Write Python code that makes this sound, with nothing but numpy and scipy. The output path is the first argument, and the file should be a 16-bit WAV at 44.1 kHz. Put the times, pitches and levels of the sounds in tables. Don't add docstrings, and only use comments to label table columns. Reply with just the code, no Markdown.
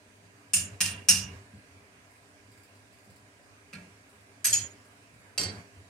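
import sys
import numpy as np
from scipy import signal
from scipy.fft import rfft, irfft
from scipy.io import wavfile
from scipy.ndimage import uniform_filter1d

SR = 44100
rng = np.random.default_rng(int(sys.argv[2]) if len(sys.argv) > 2 else 0)


def voltage_ratio(level):
    return 10 ** (np.asarray(level, float) / 20)


def digitize_waveform(pressure):
    field = np.atleast_2d(pressure).T
    bounded = np.clip(field, -1, 1)
    quanta = np.round(bounded * 32767).astype(np.int16)
    wavfile.write(sys.argv[1], SR, quanta)


N = 259749

# frequency in Hz, level in dB per Hz
VISE = [(290, -61), (500, -31), (1700, -12), (2070, -15.5), (2500, -9.5), (2850, -3), (3200, -15),
        (4030, -12), (5300, -3), (7640, -4.5), (9200, -6.5), (12400, -21.5), (13600, -16.5), (16500, -29.5)]
GLANCED = [(290, -60.5), (500, -29), (1700, -12), (2070, -17), (2500, -10), (2830, -4.5), (3200, -15),
           (4030, -13.5), (5300, -8.5), (7640, -10), (9200, -6.5), (12400, -21.5), (13600, -17.5),
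           (16500, -26.5)]
SQUARE = [(290, -61), (500, -29), (1700, -13.5), (2070, -19), (2500, -9.5), (2830, -5), (3200, -19),
          (4030, -14), (5300, -4.5), (6100, -3), (7640, -8.5), (9200, -4), (12400, -18), (13600, -14.5),
          (16500, -28.5)]
LIFTED = [(290, -48), (500, -41), (1700, -12.5), (2160, -17), (3220, -12.5), (3580, -19.5), (5200, -7.5),
          (5700, -16.5), (6400, -5), (7340, -11.5), (8380, -10.5), (12000, -15), (13500, -27), (15200, -27),
          (16500, -34.5)]
KICKED = [(290, -52), (500, -30.5), (1700, -20), (2600, -17.5), (3220, -11.5), (3620, -22.5), (4900, -7.5),
          (5700, -14.5), (6200, -10), (6780, -6), (7500, -14.5), (8300, -11), (9000, -18.5), (11500, -16),
          (13500, -27), (16500, -35.5)]
GRAZE = [(240, -54.5), (400, -12.5), (994, -21.5), (1630, -5), (1900, -13.5), (2290, -1.5), (3160, -14),
         (4650, -8), (9610, -12), (13700, -24.5), (16000, -89)]
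DROPPED = [(120, -62), (200, -18), (777, -13.5), (1420, -17), (1710, -15), (2130, -12.5), (3490, -11.5),
           (4520, -5), (5420, -6.5), (6300, -11), (7830, -5), (14600, -26), (16000, -58.5)]
# contacts (start in seconds, force in dB), steel modes (frequency in Hz, level in dB,
# time to fall 60 dB in seconds), share of ring left by the grip, clash in dB, clash colour,
# spread of each mode's cluster in Hz
FIRST = ([(0.5352, -15), (0.5414, -18), (0.5654, -21)], [(1755, -19, 0.3), (2298, -14, 0.3),
         (2530, -12.5, 0.17), (2715, -4.5, 0.34), (2820, -7.5, 0.44),
         (2960, -14.5, .36)] + [(5265, -11, 0.14), (5760, -5.5, 0.27), (6120, -10.0, 0.22),
         (6320, -14.5, 1.0), (6700, 0.0, 0.26), (6730, -7.5, 0.42), (7100, -4.5, 0.29), (7200, 0.0, 0.42),
         (7600, -5.5, 0.32), (8100, -4.5, 0.34), (8186, 1, 0.17), (8600, 9, 0.19), (9040, 7.0, 0.24),
         (9520, 2.5, 0.28), (10160, -5.5, 0.26), (11000, -12, 0.21), (11440, -5.0, 0.26), (12050, -7, 0.2),
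         (13300, -15, 0.3)], 0.94, 6.4, VISE, 53)
SECOND = ([(.806, -18.5), (.813, -13), (.858, -24)], [(1852.5, -10.5, 0.45), (2420, -7.5, 0.4),
          (2770, -1.5, 0.5), (2870, -6, 0.55)] + [(3176, -14.5, 0.39), (5100, -18.5, 0.69),
          (5230, -5.0, 0.032), (5700, -11.5, 0.47), (5997, -8.5, 0.29), (6840, -15.0, 1.3),
          (7375, -20.5, 1.2), (7720, -28, 0.43), (9071, -11.5, 0.28), (9240, -7.5, 0.36), (9230, 5, 0.39),
          (10040, -13, 0.54), (10430, -27, 0.39), (11400, -25.5, 0.44), (11360, -15.5, 0.14),
          (11600, -18.5, 0.1833), (12820, -35.0, 0.8), (13200, -13.0, 0.21)], 0.99, 7.74, GLANCED, 33.7)
THIRD = ([(1.0869, -9.5), (1.0945, -14), (1.1084, -14), (1.1155, -18)], [(1796, -15, 0.16),
         (2330, -14, 0.22), (2796, -3, 0.67), (2870, -7.5, 0.7)] + [(3683, -24.5, 0.3), (5290, -3, 0.28),
         (5300, 1.5, 0.4), (5800, -1, 0.23), (5660, 2, 0.34), (5960, -1, .27), (5920, -6.5, 0.46),
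         (6670, 0.5, 0.3), (7243, -20.5, 0.68), (7736, -10.5, 0.37), (7700, -13.5, 0.35),
         (8400, 6.5, 0.0807), (8860, 4, 0.26), (9300, 6.5, 0.3), (9980, -9.0, 0.25), (10400, -10.5, 0.074),
         (10790, -6.5, 0.3), (11540, -15.0, 0.54), (11500, -5.5, 0.17), (11800, -21.0, 0.2),
         (12820, -33.0, 0.22), (12940, -25.0, 0.21), (13300, -14.0, 0.19), (13770, -23.0, 0.2)],
         0.55, 6.9, SQUARE, 26)
TOUCH = ([(3.7305, -31.5), (3.7374, -34.5), (3.752, -39)], [(1390, 1.5, 0.15), (1656, -5.5, 0.3),
         (1910, -13, .3), (2290, -5, 0.22), (2300, -10, 0.27), (2620, -13.5, 0.58), (2820, -11, .1),
         (4264, -4.5, 0.35), (4660, -8, 0.3)], 1, 5.2, GRAZE, 32)
PRY = ([(4.4448, -13.5), (4.4524, -10.5), (4.4674, -14), (4.4804, -18)], [(1670, -10, 0.1),
       (2336, -14, 0.23), (2692, -13, 0.33), (4716, -9.5, .2), (5260, -10, 0.25), (6060, -1.5, 0.43),
       (6500, -11, 0.36), (7698, -15, 0.3), (8100, 3.5, 0.45), (8470, -3, 0.39), (9340, -14, .25),
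       (10200, -4, 0.071), (11130, -2, .14), (11550, 0.5, 0.2)], 0.91, 0.95, LIFTED, 30)
REBOUND = ([(4.5284, -17), (4.5361, -13), (4.5574, -23)], [(2625, -4, 0.31), (3240, 7, 0.053),
           (4200, -11, 0.3), (4667, -8, 0.16), (5060, 0, 0.22), (5250, -17, 0.22), (6040, 2.5, 0.27),
           (6400, -10, 0.24), (6690, 3, .25), (6815, 2.5, 0.47), (6800, 14, .4), (7343, -4.5, 0.2),
           (8370, 3.5, 0.37), (10440, -14, 0.2), (11300, -2, 0.13), (11900, 0, 0.094)],
           0.68, 2.14, KICKED, 32)
SET_DOWN = ([(5.3785, -18), (5.393, -27.5), (5.411, -25), (5.432, -26)], [(1480, -18, 0.38),
            (1850, -21, .6), (2121, -9, 0.37), (2700, -6.5, 0.1), (3160, -13, 0.62), (4070, -6.5, 0.18),
            (4400, -6, 0.31), (4590, 2, 0.41), (5040, -17, 0.27), (5730, -7, 0.39), (5800, -2, 0.53),
            (7250, -2.5, 0.16), (7580, 0.5, 0.17), (8170, -6.5, 0.43), (9222, -13, 0.16)],
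            1, 5.95, DROPPED, 19.4)


def evened(x):
    return x / np.sqrt(np.mean(x ** 2) + 1e-20)


def read(points, hz):
    f, value = np.transpose(points)
    return np.interp(np.log(hz + 1), np.log(f + 1), value)


def resonate(x, hz, width):
    return signal.lfilter(*signal.iirpeak(hz, hz / width, SR), x)


def causal(gain_db):
    log_gain = np.log(voltage_ratio(np.maximum(np.r_[gain_db, gain_db[-2:0:-1]], -100)))
    return np.fft.ifft(np.exp(np.conj(signal.hilbert(log_gain)))).real


def swell(rows, rise_s, fall_db_per_s, linger_db=-99, linger_db_per_s=99):
    t, gain = np.arange(0, N / SR + .01, .001), 0
    for start, hold, db, sag in rows:
        age = np.maximum(t - start, 0)
        late = np.maximum(t - start - hold, 0)
        rise = np.sin(np.pi / 2 * np.minimum(age / rise_s, 1)) ** 2
        release = voltage_ratio(-fall_db_per_s * late) + voltage_ratio(linger_db - linger_db_per_s * late)
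        gain = gain + rise * voltage_ratio(db - sag * np.minimum(age, hold)) * release
    return np.interp(np.arange(N) / SR, t, gain)


def air():
    # frequency in Hz, level in dB per Hz
    air_colour = [(15, -57.5), (25, -21.5), (70, -14), (102, -7.5), (130, -14.5), (223, -9), (354, -21.5),
                  (405, -16.5), (545, -13), (695, -16), (1370, -16.5), (2410, -15.5), (3340, -25.5),
                  (8830, -24), (16000, -43.5)]
    # frequency in Hz, likeness of left and right from -1 to 1
    likeness = [(60, 1), (150, 0.87), (380, 0.93), (950, 0.029), (2380, -0.32), (5980, 0.0098),
                (15000, -0.01)]
    # frequency in Hz, left over right in dB
    air_lean = [(60, -3.5), (240, 2), (950, -1.5), (3770, -9), (15000, 2.5)]
    # frequency in Hz, width in Hz, level in dB
    hum_bands = [(103, 7.3, -68), (258.3, 11, -82.5), (284.9, 21, -72.5), (396.7, 15, -74),
                 (606.8, 11, -79.5), (683, 31, -80), (987, 22, -81), (1628, 18, -76.5), (4714, 39, -85.5)]
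    air_db = -58.5
    frames, hz = N // 512 + 5, np.fft.rfftfreq(2048, 1 / SR)
    a, b, c, d, patches = rng.standard_normal((frames, 1025, 5)).T
    patches = evened(uniform_filter1d(uniform_filter1d(patches, size=20, axis=0), size=8, axis=1))
    same = np.clip(read(likeness, hz), -1, 1)[:, None]
    left = a + 1j * b
    right = same * left + np.sqrt(1 - same ** 2) * (c + 1j * d)
    z = np.array([left, right])
    raw = signal.istft(z, nperseg=2048, noverlap=1536)[1][:, :N]
    lean = read(air_lean, hz)[:, None] / 2
    z *= voltage_ratio(read(air_colour, hz)[:, None] + 1.6 * patches + np.array([lean, -lean]))
    wash = voltage_ratio(air_db - 2.5) * evened(signal.istft(z, nperseg=2048, noverlap=1536)[1][:, :N])
    return wash + sum(voltage_ratio(db) * evened(resonate(raw, f, width)) for f, width, db in hum_bands)


def opened_air():
    # start in seconds, hold in seconds, extra air in dB, sag in dB per second
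    openings = [
        (.55, 0.2, -1.5, -11.5),
        (.81, 0.19, 3, -5.5),
        (1.09, 0.28, 1, -8),
        (3.735, 0.1, -2, 0.5),
        (4.45, 0.2, 3.5, -6),
        (5.38, 0.22, 17, 48),
    ]
    rest_db = 1.5
    opened = voltage_ratio(rest_db) + swell(openings, rise_s=.024, fall_db_per_s=350, linger_db=-13, linger_db_per_s=24.5)
    steady = air()
    low = signal.oaconvolve(steady, signal.firwin(101, 3300, fs=SR)[None], "same")
    return low * opened + (steady - low) * opened ** 0.56


def rustle():
    # start in seconds, hold in seconds, level in dB, sag in dB per second
    moves = [(2.1, .15, -69, 98.5), (2.515, 0.032, -76, 201.5), (2.572, .25, -72, 41.5),
             (2.915, .25, -76, 10), (4.09, .18, -69.5, 56), (4.84, 0.11, -70, 58.5), (5.17, 0.11, -71, 58)]
    grains = voltage_ratio(3.1 * rng.exponential(1, (2, N))) * (rng.random((2, N)) < 5000 / SR)
    bright = resonate(grains * rng.choice([-1, 1], (2, N)), 9500, 3500)
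    cloth = evened(resonate(bright, 9500, 3500))
    return swell(moves, rise_s=0.012, fall_db_per_s=200.5) * cloth


def rattle():
    # start in seconds, number of ticks, level in dB
    rattles = [(2.105, 2, -62.5), (2.516, 3.5, -57), (2.692, 2.8, -61.5), (2.926, 5, -58.5), (4.09, 3, -63),
               (4.85, 2, -61.5), (5.14, 2.1, -61.5)]
    # frequency in Hz, width in Hz, level in dB
    part_modes = [(4900, 370, 6), (7700, 500, 3), (8650, 800, 2), (11700, 500, -2), (13000, 600, -14),
                  (15400, 500, -12)]
    gap_s = .0585
    t, puffs = np.arange(3000) / SR, np.zeros((2, N + 3000))
    for start, count, db in rattles:
        for k in range(int(count)):
            at = round((start + k * gap_s) * SR)
            fade = voltage_ratio(db + 1.7 * rng.standard_normal() - 60 * t / 0.2)
            puffs[:, at:at + len(t)] += fade * rng.standard_normal((2, len(t)))
    return sum(voltage_ratio(db) * resonate(puffs[:, :N], hz, width) for hz, width, db in part_modes)


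def bench():
    # frequency in Hz, width in Hz
    bench_modes = [
        (96, 20),
        (185, 33),
        (400, 150),
    ]
    # start in seconds, hold in seconds, level in dB, sag in dB per second
    deep_jolts = [(.55, 0.093, -43, 8), (.70, 0.042, -43.5, 0), (.82, 0.24, -40.5, 63),
                  (1.10, 0.059, -40.5, 1), (1.16, 0.25, -42.5, 31.5), (1.53, 0.046, -51, 0.5),
                  (1.68, 0.11, -60, 21), (3.07, 0.059, -58.5, -2), (3.78, 0.047, -60, 0),
                  (4.475, 0.18, -45.5, 19), (5.44, 0.04, -40.5, 0), (5.55, 0.037, -46.5, 0),
                  (5.74, 0.077, -52.5, -1)]
    upper_jolts = [(0.217, 0.062, -63, 50), (0.533, 0.16, -45.5, 39), (0.795, 0.23, -43.5, 62),
                   (1.082, 0.25, -38, 70), (1.53, 0.027, -50, 49.5), (3.067, 0.029, -58.5, 17.5),
                   (3.732, 0.15, -45.5, 98), (4.45, 0.16, -58, 1), (5.395, 0.21, -45.5, 31)]
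    board_jolts = [(1.092, 0.27, -67, 22), (4.45, 0.18, -71, 10), (5.38, .12, -48, 15),
                   (5.52, 0.085, -67, 24), (5.745, 0.063, -66, 10.5)]
    jolts = (deep_jolts, upper_jolts, board_jolts)
    rise_s, fall_db_per_s = (0.033, 0.014, .03), (399, 400, 300)
    out = np.zeros((2, N))
    for k, (hz, width) in enumerate(bench_modes):
        both, apart = rng.standard_normal((2, N))
        push = both + 0.098 * np.outer([1, -1], apart)
        shake = resonate(resonate(push, hz, width), hz, width)
        power = (shake ** 2).mean(0)
        swing = np.sqrt(uniform_filter1d(power, size=900) + 0.072 * np.mean(shake ** 2))
        out += swell(jolts[k], rise_s[k], fall_db_per_s[k]) * evened(shake / swing)
    return out


def garage():
    # frequency in Hz, time to fall 60 dB in seconds
    decay = [(500, 0.37), (1500, 0.55), (3000, 0.49), (6000, 0.44), (10000, 0.32), (15100, 0.34)]
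    # delay of a nearby wall in seconds, level in dB
    walls = [(.004, 7), (.008, -7.5), (0.013, -17.5), (0.017, -14), (.024, -3)]
    taps = np.zeros((2, SR))
    at = np.arange(100, SR - 10, 10) + rng.integers(0, 10, (2, (SR - 101) // 10))
    np.put_along_axis(taps, at, rng.choice([-1., 1.], at.shape), 1)
    taps[1] = 0.34 * taps[0] + 1.375 * taps[1]
    hz, t, z = signal.stft(taps, SR, nperseg=128)
    tail = signal.istft(z * voltage_ratio(-60 * t / read(decay, hz)[:, None]), SR, nperseg=128)[1][:, :SR]
    room = voltage_ratio(6.5) * tail / np.linalg.norm(tail[0])
    room[[0, 1], [0, 1]] += 1.5
    for delay, db in walls:
        room[[0, 1], round(delay * SR) + rng.integers(0, 30, 2)] += voltage_ratio(db) * rng.choice([-1, 1], 2)
    return voltage_ratio(-8.0) * room[:, :SR // 2]


def suppress(x, depth_db=12, knee_db=5):
    # frequency in Hz, threshold in dB
    shut_below = [(500, -74.5), (2000, -74), (5000, -56.5), (10000, -64.5), (15000, -77)]
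    hz, t, z = signal.stft(x, SR, nperseg=256)
    power = uniform_filter1d(uniform_filter1d((abs(z) ** 2).mean(0), size=9, axis=0), size=5, axis=1)
    under = (read(shut_below, hz)[:, None] - 10 * np.log10(abs(power) + 1e-14)) / knee_db
    return signal.istft(z * voltage_ratio(-depth_db * (1 + np.tanh(under)) / 2), SR, nperseg=256)[1][:, :N]


def knock(contacts, modes, hold, clash_db, colour, spread):
    t = np.arange(SR // 3) / SR
    hz, db, t60 = np.repeat(modes, 3, axis=0).T[:, :, None]
    flank = np.tile([0, -1, 1], len(modes))[:, None]
    hz = hz + spread * flank * rng.uniform(0.36, 1, hz.shape)
    db = db + 2.0 - 3.8 * abs(flank)
    phase = 2 * np.pi * rng.random(hz.shape) + 1.2 * rng.standard_normal((2, *hz.shape))
    wave = np.sin((2 * np.pi * (hz * t % 1) + phase).astype(np.float32))
    ring = (voltage_ratio(db - 60 * t / np.clip(hold * t60, .03, .65)) * wave).sum(1)
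    ring *= np.minimum(1, (t[-1] - t) / .05)
    vise = causal(read(colour, np.fft.rfftfreq(2048, 1 / SR)))
    rings, clashes = np.zeros((2, N)), np.zeros(N)
    for start, force_db in contacts:
        burst = rfft(rng.standard_normal(2048) * voltage_ratio(-60 * t[:2048] / 0.011))
        even = irfft(burst / abs(burst)) * voltage_ratio(-60 * t[:2048] / .03)
        clash = signal.fftconvolve(even, vise)
        at = round(start * SR) - 30
        clashes[at:at + len(clash)] += voltage_ratio(force_db + clash_db) * clash / abs(clash).max()
    first_s, first_db = contacts[0]
    at = round(first_s * SR) - 30
    rings[:, at:at + len(t)] = voltage_ratio(first_db - 17.5) * ring * (1 - np.exp(-t / 0.0017))
    return np.vstack([rings, clashes])


def steel():
    knocks = [
        FIRST,
        SECOND,
        THIRD,
        TOUCH,
        PRY,
        REBOUND,
        SET_DOWN,
    ]
    # frequency in Hz, left over right in dB
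    steel_lean = [(60, 5), (110, 0.5), (200, 2), (380, -1), (700, -1), (1290, -1), (2380, -4.5), (4400, -5),
                  (8120, -0.5), (11000, 2.5), (15000, -1)]
    left, right, clash = sum(knock(*k) for k in knocks)
    lean = read(steel_lean, np.fft.rfftfreq(512, 1 / SR)) / 2
    wet = signal.fftconvolve((clash + voltage_ratio(-10.5) * left)[None], garage(), axes=1)[:, :N]
    return signal.fftconvolve(wet + [left, right], [causal(lean), causal(-lean)], axes=1)[:, :N]


def scene():
    return suppress(steel()) + bench() + opened_air() + rustle() + rattle()


def band_top(t):
    # start in seconds, length in seconds, top of the band in Hz
    narrowed = [(.535, .155, 14900), (.806, .12, 15150), (.925, .075, 14150), (1.087, .18, 14100),
                (4.443, .083, 12650), (4.526, .1, 11880), (4.626, .034, 13400), (5.41, .15, 15300)]
    rest_hz, full_hz = 15850, 16900
    lead_s, burst_s, refill_s = .008, .011, .05
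    edge, until = np.full(len(t), rest_hz), 0
    for start, length, hz in narrowed:
        edge[(t > start) & (t < start + length)] = hz
        if start - until > refill_s:
            edge[(t > start - lead_s) & (t < start + burst_s)] = full_hz
        until = start + length
    return edge


def top_cut(x):
    return signal.sosfilt(signal.butter(12, 16620, fs=SR, output="sos"), x)


def record(dry):
    dry = signal.sosfilt(signal.butter(2, 45, "high", fs=SR, output="sos"), dry)
    hz, t, z = signal.stft(dry, SR, nperseg=256)
    edge, hz = band_top(t), hz[:, None]
    power = uniform_filter1d(uniform_filter1d((abs(z) ** 2).mean(0), size=2, axis=0), size=10, axis=1)
    weak = power < power[12:].max(0) * voltage_ratio(-70)
    lost = weak & (hz > 9500) & (edge < 15400)
    mix = signal.istft(z * ((hz < edge) & ~lost), SR, nperseg=256)[1][:, :N]
    return top_cut(mix)


dry = scene()
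out = record(dry)
digitize_waveform(out)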